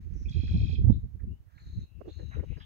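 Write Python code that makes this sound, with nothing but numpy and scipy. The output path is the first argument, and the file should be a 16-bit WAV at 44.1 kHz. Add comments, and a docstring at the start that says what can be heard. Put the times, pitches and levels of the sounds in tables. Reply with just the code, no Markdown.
"""Blackbird in a windy reed marsh.

A blackbird trills in fast gliding notes; farther off, birds answer with warbled buzzes and thin
whistles, and something croaks. The reeds scatter the calls, over a distant chorus and faint hiss.
Gusts buffet each of two microphone ports in its own way; late on, dull handling knocks reach the right."""
import sys
import numpy as np
from scipy import signal
from scipy.fft import rfft, irfft, next_fast_len
from scipy.io import wavfile
from scipy.ndimage import uniform_filter1d

SR = 44100
rng = np.random.default_rng(int(sys.argv[2]) if len(sys.argv) > 2 else 0)


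def unload_wav(signal):
    """Save mono or channel-first audio to the path in sys.argv[1] as 16-bit WAV at rate SR, clipped to [-1, 1]."""
    wavfile.write(
        sys.argv[1],
        SR,
        np.round(np.clip(np.atleast_2d(signal).T, -1, 1) * 32767).astype(np.int16),
    )


N = 116865
T = np.arange(N) / SR
NEAR_LAG_MS, FAR_LAG_MS = 0.33, 0.47

# noise spectra: freq_hz, relative_db
HISS_SPECTRUM = [(250, 31.1), (1300, 20.2), (2500, 14), (8500, 6), (15000, 13)]
CHORUS_SPECTRUM = [(400, -24.5), (950, 2.5), (1700, 5), (2750, 3), (4200, -5), (6700, -2.5), (8700, -24.5)]
RUMBLE_SPECTRUM = [(15, -27.5), (45, -2), (78, 3.5), (110, -7), (220, -20), (700, -73.5)]
FLUTTER_SPECTRUM = [(90, -21.5), (170, 4.5), (350, -2), (1000, -47), (3000, -87.5)]
KNOCK_SPECTRUM = [(170, -32), (320, 6), (480, 3.5), (750, -15), (1700, -33), (6000, -87)]
# chorus and wind envelopes: time_s, level_db
CHORUS_LEVELS = [(0, -78.5), (.5, -71.5), (1.42, -93), (1.62, -75), (1.83, -78), (1.91, -101),
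                 (2.02, -82.5), (2.1, -75), (2.65, -80)]
GUSTS_LEFT = [(0, -38.5), (.11, -57), (.13, -43.5), (.66, -21), (.68, -29), (1.04, -28.5), (1.08, -50.5),
              (1.32, -35), (1.4, -55), (1.55, -76), (1.63, -47.5), (1.78, -34.5), (1.9, -48), (2.22, -31.5),
              (2.3, -31), (2.38, -28.5), (2.62, -33.5), (2.65, -51)]
GUSTS_RIGHT = [(0, -39.5), (.37, -25.5), (.62, -26), (0.651, -26.5), (0.799, -22.5), (0.878, -11.5),
               (0.927, -12.5), (0.942, -44), (0.963, -27), (1.13, -38.5), (1.289, -30), (1.43, -51),
               (1.731, -42), (1.78, -30), (1.92, -71.5), (2.15, -77)]
# strong eddies: peak_s, length_s, pitch_hz, level_db, port
EDDY_THUMPS = [(0.374, 0.035, 85.8, -21.5, "right"), (0.438, 0.01754, 234, -26, "right"),
               (0.515, 0.033, 89.7, -18, "left"), (0.552, .06, 163.8, -18, "right"),
               (0.614, 0.044, 87, -17, "left"), (0.699, 0.027, 114.4, -19.5, "right"),
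               (0.891, 0.081, 114.9, -11.5, "right"), (.903, 0.022, 215, -9, "right")]
# handling knocks: peak_s, time_constant_s, level_db
HANDLING_KNOCKS = [(2.015, 0.0031, -27.5), (2.06, 0.0063, -42), (2.086, 0.0084, -35),
                   (2.201, 0.0071, -42.5), (2.227, 0.012, -48), (2.372, 0.0063, -37.5),
                   (2.396, 0.0055, -35.5), (2.438, 0.0056, -34.5), (2.527, .005, -42),
                   (2.584, 0.0056, -44.5)]
# echo decay: freq_hz, t60_s
MARSH_DECAY = [(2000, 0.23), (7000, 0.41)]
# croaks: start_s, length_s, pitch_hz, level_db
FAR_CROAKS = [(0.125, 0.046, 1893, -79), (0.471, 0.024, 1542, -59), (1.194, 0.015, 1613, -63.5),
              (1.458, 0.26, 1583, -72), (1.577, 0.01, 1790, -56.5), (2.191, 0.014, 1695, -60.5),
              (2.392, 0.022, 1857, -58.5), (2.568, 0.0093, 1670, -56), (2.602, 0.015, 1692, -54)]
# whistles and chips: start_s, length_s, first_hz, last_hz, roughness, level_db
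FAR_WHISTLES = [(0.126, 0.16, 6220, 5340, 0.074, -70.5), (0.905, 0.06, 3773, 3840, 0.048, -65.5),
                (1.272, 0.11, 2630, 3040, 0.023, -78.5), (1.752, 1, 2624, 3018, 0.056, -75.5),
                (2.077, 0.06, 3747, 3930, 0.056, -63.5), (2.473, 0.099, 2207, 2540, 0.16, -62.5),
                (2.566, 0.067, 4860, 5030, 0.023, -71.5), (2.597, 0.05, 3135, 3255, 0.08, -57)]
# buzzes: start_s, length_s, first_hz, last_hz, first_depth_hz, last_depth_hz, level_db
FAR_BUZZES = [(1.534, 0.33, 4084, 3993, 280, 178, -69), (2.06, 0.34, 4172, 3803, 250, 30.8, -66.5),
              (2.415, 0.21, 3823, 3964, 100, 70, -76)]
# notes opening the trill: start_s, length_s, first_hz, last_hz, level_db, left_minus_right_db
TRILL_OPENING = [(.256, 0.0053, 2415, 2460, -50.5, -6.5), (0.284, .013, 3400, 3286, -51.5, 2),
                 (0.295, 0.0026, 7709, 2990, -52.5, 0)]
# notes of one trill cycle: offset_s, length_s, first_hz, last_hz, level_db, left_minus_right_db
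TRILL_CYCLE = [(-0.02, 0.012, 5150, 4900, -65.5, 1.5), (-.0115, .0045, 4380, 3650, -53, 0.5),
               (-.008, 0.01, 3400, 3170, -55.5, -6), (-.0016, 0.0055, 2372, 2580, -53.5, -6),
               (-0.038, .018, 6400, 6600, -78, -5)]


def amp(db):
    return 10 ** (np.asarray(db) / 20)


def unit_rms(x):
    return x / np.sqrt(np.mean(x ** 2) + 1e-20)


def interp_log_hz(points, hz):
    points_hz, values = np.transpose(points)
    return np.interp(np.log(hz + 1), np.log(points_hz + 1), values)


def add(mix, start_s, sound):
    part = mix[:, max(round(start_s * SR), 0):][:, :sound.shape[1]]
    part += sound[:, :part.shape[1]]


def noise(spectrum):
    """Shaped noise, rms 1."""
    gain = amp(interp_log_hz(spectrum, np.fft.rfftfreq(N, 1 / SR)))
    return unit_rms(irfft(rfft(rng.standard_normal(N)) * gain, N))


def jitter(n, smooth_samples=30):
    """Random wander, rms about 1."""
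    white = rng.standard_normal(max(n, SR // 2))
    return unit_rms(uniform_filter1d(uniform_filter1d(white, smooth_samples), smooth_samples))[:n]


def place(x, lag_ms, balance_db=0):
    """Sound from one side reaches the left port later."""
    lag = round(lag_ms * SR / 1000)
    return np.array([np.pad(x, (lag, 0)) * amp(balance_db / 2),
                     np.pad(x, (0, lag)) * amp(-balance_db / 2)])


def note(length_s, first_hz, last_hz, roughness, level_db):
    """Glide under a rounded envelope; roughness is jitter as a share of pitch."""
    u = np.linspace(0, 1, max(int(length_s * SR), 2))
    pitch_hz = (first_hz + (last_hz - first_hz) * u) * (1 + roughness * jitter(len(u)))
    envelope = amp(level_db) * np.abs(np.sin(np.pi * u)) ** 0.5
    return envelope * np.sin(2 * np.pi * np.cumsum(pitch_hz) / SR)


def hiss(level_db=-75):
    """Steady noise, independent per port."""
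    return amp(level_db) * np.array([noise(HISS_SPECTRUM), noise(HISS_SPECTRUM)])


def chorus(flicker_db=1.8):
    """Many very distant callers blur into a flickering wash."""
    level_db = np.interp(T, *np.transpose(CHORUS_LEVELS)) + flicker_db * jitter(N, 500)
    direct = place(noise(CHORUS_SPECTRUM), FAR_LAG_MS)[:, :N]
    diffuse = np.array([noise(CHORUS_SPECTRUM), noise(CHORUS_SPECTRUM)])
    return amp(level_db) * (direct + 0.5 * diffuse)


def turbulence(spectrum, window_s=0.035):
    """Noise with its slow swell evened out, so the gusts set its level."""
    analytic = signal.hilbert(noise(spectrum), next_fast_len(N))[:N]
    power = np.abs(uniform_filter1d(np.abs(analytic) ** 2, int(window_s * SR)))
    return analytic.real / np.sqrt(power + 1e-9)


def wind(shake_depth_db=6.5, flutter_db=-26, cutoff_hz=2500):
    """Gusts rumble and flutter at each port; single strong eddies thump against one."""
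    out = np.zeros((2, N))
    for channel, gusts in enumerate((GUSTS_LEFT, GUSTS_RIGHT)):
        shake_db = shake_depth_db * np.minimum(jitter(N, 800), 1)
        rumble = amp(shake_db) * turbulence(RUMBLE_SPECTRUM)
        flutter = amp(flutter_db + 2.1 * shake_db) * turbulence(FLUTTER_SPECTRUM)
        out[channel] = amp(np.interp(T, *np.transpose(gusts))) * (rumble + flutter)
    for peak_s, length_s, pitch_hz, level_db, port in EDDY_THUMPS:
        thump = note(length_s, pitch_hz, pitch_hz, roughness=0.16, level_db=level_db)
        thump *= np.hanning(len(thump))
        add(out, peak_s - length_s / 2, np.outer([port == "left", port == "right"], thump))
    return signal.sosfilt(signal.butter(4, cutoff_hz, fs=SR, output="sos"), out)


def knocks():
    """Dull handling rubs at the right port, each swelling to a sharp peak."""
    envelope = sum(amp(level_db) * np.exp(-np.abs(T - peak_s) / time_constant_s)
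                   for peak_s, time_constant_s, level_db in HANDLING_KNOCKS)
    return np.outer([0, 1], envelope * noise(KNOCK_SPECTRUM))


def reed_echo(calls, scatter_s=0.022, scatter_db=-5, tail_db=-2.5):
    """Quick scatter from nearby reeds, then a tail from the far ones."""
    t = np.arange(SR // 2) / SR
    taps = rng.standard_normal((2, len(t)))
    scatter = taps[:, ::-1] * np.exp(-t / scatter_s)
    hz, frame_s, spectra = signal.stft(taps, SR, nperseg=256)
    decay = amp(-60 * frame_s / interp_log_hz(MARSH_DECAY, hz)[:, None])
    tail = signal.istft(spectra * decay, SR, nperseg=256)[1][:, :len(t)]
    scatter *= amp(scatter_db) / np.linalg.norm(scatter[0])
    tail *= amp(tail_db) / np.linalg.norm(tail[0])
    return signal.fftconvolve(calls, scatter + tail, axes=1)[:, :N]


def croaks(roughness=0.19, sub_octave_db=-15):
    """Distant rough tones, each with a weaker one an octave below."""
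    out = np.zeros((2, N))
    for start_s, length_s, pitch_hz, level_db in FAR_CROAKS:
        tone = note(length_s, pitch_hz, pitch_hz, roughness, level_db)
        sub_octave = note(length_s, pitch_hz / 2, pitch_hz / 2, roughness, level_db + sub_octave_db)
        add(out, start_s, place(tone + sub_octave, FAR_LAG_MS))
    return out


def whistles():
    """Thin glides and hoarse chips from across the marsh."""
    out = np.zeros((2, N))
    for start_s, *shape in FAR_WHISTLES:
        add(out, start_s, place(note(*shape), NEAR_LAG_MS))
    return out


def buzzes(warble_hz=48.5, rasp=0.38, flicker_db=3, rise_s=0.087, fall_s=0.025,
           upper_ratio=1.635, upper_db=-14, upper_lead_s=0.016):
    """A far bird's two voices warble together; the upper pulses on its downward sweeps."""
    out = np.zeros((2, N))
    for start_s, length_s, first_hz, last_hz, first_depth_hz, last_depth_hz, level_db in FAR_BUZZES:
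        t = np.arange(0, length_s, 1 / SR)
        centre_hz = first_hz + (last_hz - first_hz) * t / length_s
        depth_hz = first_depth_hz + (last_depth_hz - first_depth_hz) * t / length_s
        warble_rad = 2 * np.pi * warble_hz * t + 0.584 * jitter(len(t), 500)
        pitch_hz = centre_hz + depth_hz * (np.sin(warble_rad) + rasp * jitter(len(t)))
        phase_rad = 2 * np.pi * np.cumsum(pitch_hz) / SR
        fade = np.clip(np.minimum(t / rise_s, (length_s - t) / fall_s), 0, 1)
        envelope = fade * amp(level_db + flicker_db * jitter(len(t), 200))
        upper = amp(upper_db) * np.sin(upper_ratio * phase_rad) * (1 - np.cos(warble_rad))
        add(out, start_s, place(envelope * np.sin(phase_rad), FAR_LAG_MS))
        add(out, start_s - upper_lead_s, place(envelope * upper, FAR_LAG_MS))
    return out


def blackbird_note(start_s=2.308):
    """One short, rough note from the near bird."""
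    out = np.zeros((2, N))
    tone = note(length_s=0.06, first_hz=1562.5, last_hz=1570, roughness=0.3, level_db=-52)
    add(out, start_s, place(tone, NEAR_LAG_MS))
    return out


def blackbird_trill(first_beat_s=0.3268, cycles=22, cycle_s=0.01851, slowing_s=0.0000957,
                    swell_db=3.5, rasp=0.015, high_rasp=0.043):
    """Three opening notes, then a high-to-low cycle that slows and swells; its high notes are hoarse."""
    out = np.zeros((2, N))
    for start_s, length_s, first_hz, last_hz, level_db, balance_db in TRILL_OPENING:
        tone = note(length_s, first_hz, last_hz, rasp, level_db)
        add(out, start_s, place(tone, NEAR_LAG_MS, balance_db))
    for k in range(cycles):
        beat_s = first_beat_s + cycle_s * k + slowing_s * k * k
        for offset_s, length_s, first_hz, last_hz, level_db, balance_db in TRILL_CYCLE:
            roughness = high_rasp if first_hz > 4000 else rasp
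            accent_db = rng.standard_normal() + swell_db * k / cycles
            tone = note(length_s, first_hz, last_hz, roughness, level_db + accent_db)
            add(out, beat_s + offset_s, place(tone, NEAR_LAG_MS, balance_db))
    return out


def scene():
    """Calls and their echo over hiss, chorus, wind and knocks."""
    floor = hiss()
    calls = blackbird_trill() + buzzes() + whistles() + croaks() + blackbird_note()
    return floor + calls + reed_echo(calls) + chorus() + wind() + knocks()


def record(dry):
    """Brief fade-in, then low-pass."""
    fade_s, cutoff_hz = 0.01, 15800
    lowpass = signal.firwin(511, cutoff_hz, window=("kaiser", 9), fs=SR)
    return signal.oaconvolve(dry * np.minimum(T / fade_s, 1), lowpass[None], "same")


dry = scene()
out = record(dry)
unload_wav(out)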